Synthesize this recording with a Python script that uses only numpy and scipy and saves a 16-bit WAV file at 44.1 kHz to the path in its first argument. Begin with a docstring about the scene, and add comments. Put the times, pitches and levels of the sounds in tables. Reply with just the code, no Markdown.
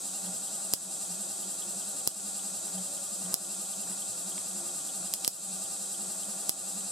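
"""Sparks snap from the dome of a small belt-driven electrostatic generator to a hand, in a quiet room.
They overload the microphone and make its gain control duck. Under them the motor buzzes, wobbling as
it is braked once per lap of the belt; its brushes scratch over a three-part commutator and ring the can.
The belt rumbles, ticks each lap, and drags now and then so that the frame hums."""
import sys
import numpy as np
from scipy import signal
from scipy.fft import rfft, irfft
from scipy.io import wavfile
from scipy.ndimage import minimum_filter1d

SR = 44100
rng = np.random.default_rng(int(sys.argv[2]) if len(sys.argv) > 2 else 0)


def pcm_store(signal):
    """Save signal as 16-bit PCM."""
    levels = np.round(np.clip(np.atleast_2d(signal), -1, 1) * 32767)
    wavfile.write(sys.argv[1], SR, levels.astype(np.int16).T)


N = 304731
TIME = np.arange(N) / SR
LAP_HZ, LAP_START_S = 10.411, .065   # belt laps: their rate, and a moment when the motor runs fastest


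def from_db(db):
    """Decibels to gain."""
    return 10 ** (np.asarray(db) / 20)


def rms_one(x):
    """Scale to rms 1."""
    return x / np.sqrt(np.mean(x ** 2) + 1e-20)


def drift(rate_hz):
    """Smooth random modulation with rms 1."""
    step, run_in = 40, 2000
    r = np.exp(-2 * np.pi * rate_hz * step / SR)
    slow = signal.lfilter([1], [1, -2 * r, r * r], rng.standard_normal(N // step + run_in + 2))[run_in:]
    return np.interp(np.arange(N) / step, np.arange(len(slow)), rms_one(slow))


def bump(s, half_length_s):
    """A smooth swell of height 1."""
    return np.exp(-np.minimum(((TIME - s) / half_length_s) ** 2, 50))


def once_a_lap(at, sharpness):
    """A swell of height 1 on every belt lap; at is the share of a lap after the fastest moment."""
    return np.exp(sharpness * (np.cos(2 * np.pi * (LAP_HZ * (TIME - LAP_START_S) - at)) - 1))


def butter(x, order, hz, kind):
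    """Butterworth filter."""
    return signal.sosfilt(signal.butter(order, hz, kind, fs=SR, output="sos"), x)


def resonance(x, hz, width):
    """Two-pole resonance with gain 1 at its peak."""
    r = np.exp(-np.pi * width / SR)
    poles = [1, -2 * r * np.cos(2 * np.pi * hz / SR), r * r]
    return signal.lfilter(np.array([1, 0, -1]) * (1 - r * r) / 2, poles, x + 1e-18)


def convolve(x, response):
    """Pass a sound through an impulse response."""
    return signal.fftconvolve(np.atleast_2d(x), np.atleast_2d(response), axes=1)[:, :N]


def coloured(x, spectrum, size=8192):
    """Minimum-phase EQ along a curve of (f/Hz, level/dB) points."""
    hz, db = np.transpose(spectrum)
    bin_hz = np.arange(size // 2 + 1) * SR / size
    gain = from_db(np.interp(np.log(bin_hz + 1), np.log(hz), db))
    cepstrum = irfft(np.log(gain))
    cepstrum[1:size // 2] *= 2
    cepstrum[size // 2 + 1:] = 0
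    return convolve(x, irfft(np.exp(rfft(cepstrum))))


def room(x, wet_db, t60, size=16384):
    """Direct sound plus a dying cloud of reflections, different at each ear."""
    t = np.arange(size) / SR
    cloud = rng.standard_normal((2, size)) * from_db(-60 * t / t60) * (1 - np.exp(-t / .0015))
    return x + from_db(wet_db) * convolve(x, cloud / np.sqrt(np.sum(cloud ** 2) / 2))


# body resonances of the frame: f/Hz, width/Hz, level/dB
FRAME_MODES = [(112, 17.6, -2.5), (276.7, 11.5, 3), (352.6, 13.7, -4), (408.8, 5.6, 2.5),
               (512.8, 11.8, -1.5), (577, 28, -3), (647.4, 23, 0), (687.5, 21, 1), (782.5, 22, 3.5),
               (931, 37, 1.5), (1220, 90, -2.5), (1407, 93, 3), (1930, 415, -0.5)]


def frame(x):
    """The plastic frame sounds through its resonances."""
    return sum((-1) ** k * from_db(db) * resonance(x, hz, width)
               for k, (hz, width, db) in enumerate(FRAME_MODES))


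# small knocks on the frame: t/s, level/dB, f/Hz, width/Hz
FRAME_KNOCKS = [(4.089, -50, 114.8, 15), (4.379, -37, 2270, 430), (4.382, -39, 1080, 200),
                (4.38, -31.5, 3470, 500)]


def knocks():
    """The frame is jolted and rings briefly."""
    rings = np.zeros(N)
    for s, db, hz, width in FRAME_KNOCKS:
        age = np.maximum(TIME - s, 0)
        rings += from_db(db) * np.sin(2 * np.pi * hz * age) * np.exp(-np.minimum(np.pi * width * age, 50))
    return room(rings, wet_db=-10, t60=.15)


# the belt drags: t/s, half length/s, rumble lift/dB, hum f/Hz, hum level/dB
BELT_DRAGS = [(0.244, 0.12, -0.5, 569, -57.5), (0.287, 0.049, 3, 182, -45), (1.13, 0.042, 2.5, 182, -46.5),
              (1.48, 0.079, 1, 353.5, -58.5), (1.723, 0.11, 1.5, 352, -59), (2.775, 0.062, 2, 184, -44),
              (2.941, 0.15, -1.5, 578.5, -57), (3.296, 0.059, 4.5, 180.8, -48.5),
              (3.895, 0.057, 4, 182.1, -51), (4.325, .08, 0.5, 352.4, -61), (4.65, 0.12, 2, 352.5, -56),
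              (5.012, 0.045, 2, 183, -47), (5.53, 0.066, -1.5, 185.1, -48.5), (6.048, 0.089, 1.5, 352, -59),
              (6.82, 0.063, 1.5, 184, -53)]


def frame_hum(idle_hz=182.5, width_hz=28.6):
    """A low mode of the frame murmurs all the time; when the belt drags, one mode swells unsteadily."""
    murmur = resonance(resonance(rng.standard_normal(N), idle_hz, width_hz), idle_hz, width_hz)
    wavering_time = np.cumsum(1 + .025 * drift(25)) / SR
    swells = sum(from_db(db) * bump(s, half_s) * np.sin(2 * np.pi * hz * wavering_time)
                 for s, half_s, _, hz, db in BELT_DRAGS)
    return from_db(-60.5) * rms_one(murmur) + np.sqrt(2) * swells * from_db(2 * drift(25) - .4)


def belt_rub_db(wander_db=.9, stretch=1.4):
    """How much harder than usual the belt rubs; a drag's rumble outlasts its hum."""
    drags_db = sum(lift_db * bump(s, stretch * half_s) for s, half_s, lift_db, _, _ in BELT_DRAGS)
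    return wander_db * drift(1.2) + drags_db


def belt_crackle(rub_db, per_s, level_db):
    """The belt sticks and lets go in tiny dry clicks, denser and louder when it rubs hard."""
    grip = from_db(3.6 * rub_db)
    slips = (rng.random(N) < per_s * grip / SR) * rng.standard_normal(N) * np.sqrt(grip)
    return from_db(level_db) * rms_one(resonance(resonance(slips, 700, 980), 1060, 1500))


# EQ of the rumble of belt and rollers: f/Hz, relative level/dB
RUMBLE_EQ = [(20, 3.5), (60, -10.5), (105, -13.5), (140, -4.5), (200, -2), (250, -4.5), (350, 1),
             (460, -3.5), (620, 1.5), (790, -4), (900, -6.5), (1400, -12.5), (2100, -25.5), (4000, -32.5)]


def belt(rub_db):
    """Rubber running over the rollers: a centred rumble, a wide bed and a thin squeak on every lap."""
    rolling = coloured(rng.standard_normal(N) * from_db(drift(1.7)), RUMBLE_EQ)
    rumble = from_db(-52 + rub_db) * (.65 * rms_one(frame(rolling)) + .27 * rms_one(rolling))
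    wide_bed = from_db(-56.5) * rms_one(coloured(rng.standard_normal((2, N)), RUMBLE_EQ))
    hiss = resonance(resonance(rng.standard_normal((2, N)), 12800, 800), 13700, 1200)
    squeak = hiss * once_a_lap(at=.04, sharpness=14) * from_db(3 * drift(5))
    return rumble + wide_bed + from_db(-64.5) * rms_one(squeak)


# accents where the seam hits its guide hard: t/s, level/dB
SEAM_ACCENTS = [(.470, -49.5), (1.425, -53), (1.617, -49.5), (1.812, -52.5), (2.388, -50), (2.964, -54),
                (3.250, -52), (3.730, -52), (4.018, -51), (4.315, -53), (4.800, -53), (4.884, -47.5),
                (5.655, -49), (5.940, -50), (6.229, -52)]


def seam_ticks(lap_share=.15, jitter_s=.006, light_db=-57.5, spread_db=1.3, rise_s=.0055):
    """The seam touches its guide once a lap, mostly lightly, now and then hard."""
    times = np.arange(LAP_START_S + lap_share / LAP_HZ, TIME[-1] - .03, 1 / LAP_HZ)
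    chance = rng.standard_normal((len(times), 2))
    light_ticks = zip(times + jitter_s * chance[:, 0], light_db + spread_db * chance[:, 1])
    envelope = np.zeros(N)
    for s, db in [*light_ticks, *SEAM_ACCENTS]:
        at = round(s * SR)
        age = TIME[:N - at][:4096] / rise_s
        span = slice(at, at + len(age))
        envelope[span] = np.maximum(envelope[span], from_db(db) * age * np.exp(1 - age))
    rasp = rms_one(resonance(resonance(rng.standard_normal(N), 3190, 360), 3290, 560))
    return room(envelope * rasp, wet_db=-8, t60=.13)


# motor speed before the wobble: t/s, turning rate/Hz
MOTOR_SPEED = [(0, 96.5), (.5, 100.4), (.8, 97.2), (1.4, 97.8), (2.75, 97.3), (3.05, 98.4), (4.7, 96.8),
               (5.2, 98.5), (5.45, 96.6), (5.8, 98), (6.9, 97.7)]


def rotor_turns(wobble, skew, flutter):
    """Turns made so far: the motor's pitch sags on each belt lap and comes back up slightly faster."""
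    lap_phase = 2 * np.pi * LAP_HZ * (TIME - LAP_START_S)
    base_hz = np.interp(TIME, *np.transpose(MOTOR_SPEED))
    sway = 1 + wobble * np.cos(lap_phase) - skew * np.sin(2 * lap_phase) + flutter * drift(12)
    return np.cumsum(base_hz * sway) / SR


def harmonics(turns, partials):
    """Slightly shaky tones on multiples of the turning rate."""
    tones = 0
    for k, db in partials:
        shake = .0009 * k * drift(60)
        flicker_db = 1.5 * drift(25)
        tones += from_db(db + flicker_db) * np.sin(2 * np.pi * (k * turns + shake + rng.random()))
    return np.sqrt(2) * tones


# partials of the whine: multiple of the turning rate, level/dB
WHINE_PARTIALS = [(24, -75), (27, -65.5), (30, -73), (33, -73), (36, -66.5), (39, -63), (42, -61),
                  (45, -63.5), (48, -60.5), (51, -63), (54, -64), (63, -61), (69, -57), (72, -52),
                  (75, -58), (78, -56)]


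def commutator_whine(turns):
    """The commutator's whine warbles with the speed and swells under each lap's load."""
    load_db = 7 * (once_a_lap(at=.88, sharpness=.9) - .65)
    return room(from_db(load_db) * harmonics(turns, WHINE_PARTIALS), wet_db=-12, t60=.2)


# laps on which the braked motor throbs hard: t/s, level/dB
THROB_ACCENTS = [(.238, -52), (.875, -46.5), (1.204, -47.5), (1.477, -48), (1.679, -50), (1.774, -46.5),
                 (2.255, -47), (2.343, -50), (2.456, -49), (2.54, -50), (3.503, -50), (3.591, -51),
                 (3.791, -46), (4.276, -49.5), (4.357, -49.5), (4.555, -47), (5.122, -52.5), (5.52, -53),
                 (6.007, -48), (6.087, -49), (6.29, -46), (6.373, -52), (6.768, -46), (6.854, -51)]


def motor_throb(turns):
    """Magnetic pull: a low tone at twice the turning rate that pulses on every lap."""
    pull = from_db(-64 + 8.4 * once_a_lap(at=.89, sharpness=1.3) + 2.5 * drift(6))
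    accents = sum(from_db(db) * bump(s, half_length_s=.023) for s, db in THROB_ACCENTS)
    return np.sqrt(2) * np.maximum(pull, accents) * np.sin(4 * np.pi * turns)


# partials of the rotor: multiple of the turning rate, level into the frame/dB
ROTOR_PARTIALS = [(1, -64), (3, -64), (4, -68.5), (5, -62), (6, -59), (7, -64.5), (8, -58), (10, -73),
                  (12, -58), (14, -75.5), (15, -65), (18, -73.5)]


def rotor(turns):
    """Unbalance and magnetic pull: tones sweep the frame's resonances over a low end of throb and hum."""
    low_end = room(motor_throb(turns) + frame_hum(), wet_db=-31, t60=.072) * from_db([[.7], [-.7]])
    return room(frame(harmonics(turns, ROTOR_PARTIALS)), wet_db=-16, t60=.28) + low_end


# metallic ring of the motor can: f/Hz, width/Hz, relative level left/dB, right/dB, left ear's lead/rad
CAN_MODES = [(4940, 150, -13, -12.5, -2), (6420, 510, -9.5, -10.5, 1.06), (7100, 340, -10, -2, 1.5),
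             (7380, 380, -4.5, -0.5, 1.18), (7800, 550, 1.5, -13.5, 0.8), (8202, 346, 0.5, 4.5, 1.15),
             (8374, 335, 3, -3.5, 1.34), (8670, 130, -9, -2.5, 1.5), (9500, 410, -3, -3.5, 2),
             (10450, 390, -7.5, -4, -1.1), (11790, 190, -20, -11, 0.2), (13440, 400, -40, -17, 4),
             (14700, 520, -44, -23, -2.5)]


def motor_can(drive):
    """The can rings in steep-sided modes, out of phase at the two ears; the top ones flare each lap."""
    flared = drive * from_db(6.5 * once_a_lap(at=.02, sharpness=2) - 2.6)
    modes = 0
    for k, (hz, width, left_db, right_db, lead) in enumerate(CAN_MODES):
        r = np.exp(-np.pi * width / SR)
        pole = r * np.exp(2j * np.pi * hz / SR)
        ring = signal.lfilter([(1 - r) ** 2], [1, -2 * pole, pole * pole], flared if hz > 10000 else drive)
        at_ears = np.real(ring * np.exp(.5j * lead * np.array([[1], [-1]])))
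        modes += (-1) ** k * from_db([[left_db], [right_db]]) * at_ears
    return rms_one(room(modes, wet_db=-6, t60=.25))


def housing(x, ring_s, size=512):
    """Short paths through the motor housing smear each click, differently towards each side."""
    paths = rng.standard_normal((2, size)) * TIME[:size] * np.exp(-TIME[:size] / ring_s)
    return convolve(x, paths / np.sqrt(np.sum(paths ** 2, axis=1, keepdims=True)))


def brush_contacts(turns, gap_db=(1, -1.4, .3), uneven_db=.5, jitter_s=.00005, scrape_s=.0038):
    """Each of three commutator gaps gives a click, never quite on time, and a short scrape."""
    at = np.flatnonzero(np.diff(np.floor(3 * turns))) + 1
    chance = rng.standard_normal((len(at), 2))
    at = np.clip(np.round(at + jitter_s * SR * chance[:, 0]).astype(int), 0, N - 1)
    clicks = np.zeros(N)
    clicks[at] = from_db(np.resize(gap_db, len(at)) - uneven_db * chance[:, 1])
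    scrape_envelope = signal.lfilter([1], [1, -np.exp(-1 / (scrape_s * SR))], clicks)
    return rms_one(clicks) + .5 * rms_one(scrape_envelope * rng.standard_normal(N))


# EQ of the brushes' scratch: f/Hz, relative level/dB
SCRATCH_EQ = [(1500, -23.5), (2100, -20), (2380, -22), (2510, -9), (2730, -9), (2890, -23), (3130, -7),
              (3420, -8.5), (3550, -9.5), (3800, -2), (4550, -3.5), (4730, -0.5), (5170, -1.5), (5400, -1),
              (5900, 2.5), (6080, -1.5), (6400, -6), (9000, 3), (9950, -1), (10750, 1.5), (11200, -3),
              (12300, -4), (13500, -14.5), (15300, -16), (16500, -81)]


def brushes(turns):
    """The contacts ring the can and scratch directly, louder and brighter when the motor is fast."""
    effort = from_db(3.1 * once_a_lap(at=.0075, sharpness=.37))
    drive = effort * brush_contacts(turns)
    ring = motor_can(drive)
    sliding = effort * rng.standard_normal(N)
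    friction = .5 * drive + .077 * housing(drive, ring_s=.00043) + 1.4 * sliding
    scratch = rms_one(room(coloured(friction, SCRATCH_EQ), wet_db=-6.5, t60=.16))
    return from_db(-37) * ring + from_db(-44.5) * scratch * from_db([[-.1], [.1]])


# short rings of the dome: f/Hz, width/Hz, level/dB
DOME_MODES = [(1200, 180, -1), (3000, 1800, -1)]


def dome(blows):
    """The dome rings briefly under each spark."""
    return sum(from_db(db) * resonance(blows, hz, width) for hz, width, db in DOME_MODES)


# early reflections of a snap: delay/s, level/dB
SNAP_REFLECTIONS = [(.0009, -14), (.0029, -24), (.0071, -22), (.0088, -25), (.0195, -30)]


def reflections(snaps, jitter_s=.00004, scatter_s=.0006):
    """Dome, hand and table throw each snap back at once, as distinct echoes and a short scatter."""
    echoes = np.zeros((2, N))
    for delay, db in SNAP_REFLECTIONS:
        for side in range(2):
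            lag = round((delay + rng.normal(0, jitter_s)) * SR)
            echoes[side] += from_db(db) * np.roll(snaps[side], lag)
    scatter = rng.standard_normal((2, 256)) * np.exp(-TIME[:256] / scatter_s)
    return echoes + from_db(-22) * convolve(snaps, scatter)


# stereo EQ of a snap: f/Hz, left level/dB, right level/dB
SNAP_EQ = [(100, -14, -18), (1100, -10, -16), (2130, -5.5, -10), (3140, -2, -3), (4280, 2, -1.5),
           (5100, 1.5, 6), (7400, -2.5, -8), (10500, 1.5, 5.5), (12500, -6.5, 4.5), (15100, -14.5, -10)]
# spark hits, levels before filtering: t/s, snap level/dB, low cut/Hz, high cut/Hz, pop/dB, dome knock/dB
SPARK_HITS = [(0.7367, 10.5, 4700, 16600, -6, -9), (2.075, 9.5, 4903, 16100, -1.5, -12),
              (3.342, 9, 4800, 15300, -18, -17), (5.1382, 4.5, 5100, 16300, -14, -7),
              (5.2473, 2, 2700, 11500, -28, -7), (5.278, 12, 5150, 16700, -33, -21),
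              (6.4940, 8.5, 5100, 16000, -36, -4)]


def sparks(pop_band_hz=(38, 1100)):
    """Each spark is a shock front and a knock on the dome, over a low pop, with a duller room tail."""
    fronts, pop_hits, blows = np.zeros((3, N))
    for s, db, low_hz, high_hz, pop_db, knock_db in SPARK_HITS:
        at = round(s * SR)
        pop_hits[at], blows[at] = -from_db(pop_db), from_db(knock_db)
        fronts[at:at + 128] -= from_db(db) * butter(signal.unit_impulse(128), 2, [low_hz, high_hz], "band")
    snaps = np.vstack([coloured(fronts, np.array(SNAP_EQ)[:, [0, side]]) for side in (1, 2)])
    close = snaps + dome(blows) + reflections(snaps)
    tail = room(close, wet_db=-11, t60=.19) - close
    pops = butter(pop_hits + 1e-18, 2, pop_band_hz, "band")   # the centred part of the overload thump
    return close + pops + butter(tail, 1, 14500, "low")


def scene():
    """Motor and belt as the bed, the sparks on top."""
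    turns = rotor_turns(wobble=.058, skew=.004, flutter=.004)
    rub_db = belt_rub_db()
    motor = brushes(turns) + commutator_whine(turns) + rotor(turns)
    belt_noise = belt(rub_db) + seam_ticks() + belt_crackle(rub_db, per_s=88, level_db=-67)
    return motor + belt_noise + knocks() + sparks()


def overload_thump(dry, ceiling, hold_samples=22):
    """The overdriven capsule sticks briefly and swings back: a dull thump, opposite in the two channels."""
    excess = np.maximum(np.abs(dry).max(axis=0) - 1.2 * ceiling, 0)
    held = -minimum_filter1d(-excess, hold_samples)
    stuck = np.tanh(1.6 * np.roll(held, hold_samples // 2))
    swing = butter(stuck, 1, [60, 2000], "band")
    return butter(swing, 2, 2200, "low") * from_db([[-13.6], [-12.6]]) * [[1], [-1]]


def gain_control(x, threshold_db, slope, release_db_per_s, attack_s):
    """Peaks over the threshold pull the gain down; it creeps back."""
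    peak_db = 20 * np.log10(np.abs(x).max(axis=0) + 1e-9)
    duck_db = slope * np.maximum(peak_db - threshold_db, 0)
    held_db = np.maximum.accumulate(duck_db + release_db_per_s * TIME) - release_db_per_s * TIME
    r = np.exp(-1 / (attack_s * SR))
    return from_db(-signal.lfilter([1 - r], [1, -r], held_db))


def record(dry):
    """Overload flattens the snaps and leaves a thump; the gain ducks; lows and top are cut."""
    ceiling = .52
    clipped = ceiling * np.tanh(dry / ceiling) + overload_thump(dry, ceiling)
    ducked = clipped * gain_control(dry, threshold_db=-9, slope=.52, release_db_per_s=31, attack_s=.0096)
    top_cut = signal.cheby2(14, 60, 17000, fs=SR, output="sos")
    return signal.sosfilt(top_cut, butter(ducked, 2, 70, "high"))


dry = scene()
out = record(dry)
pcm_store(out)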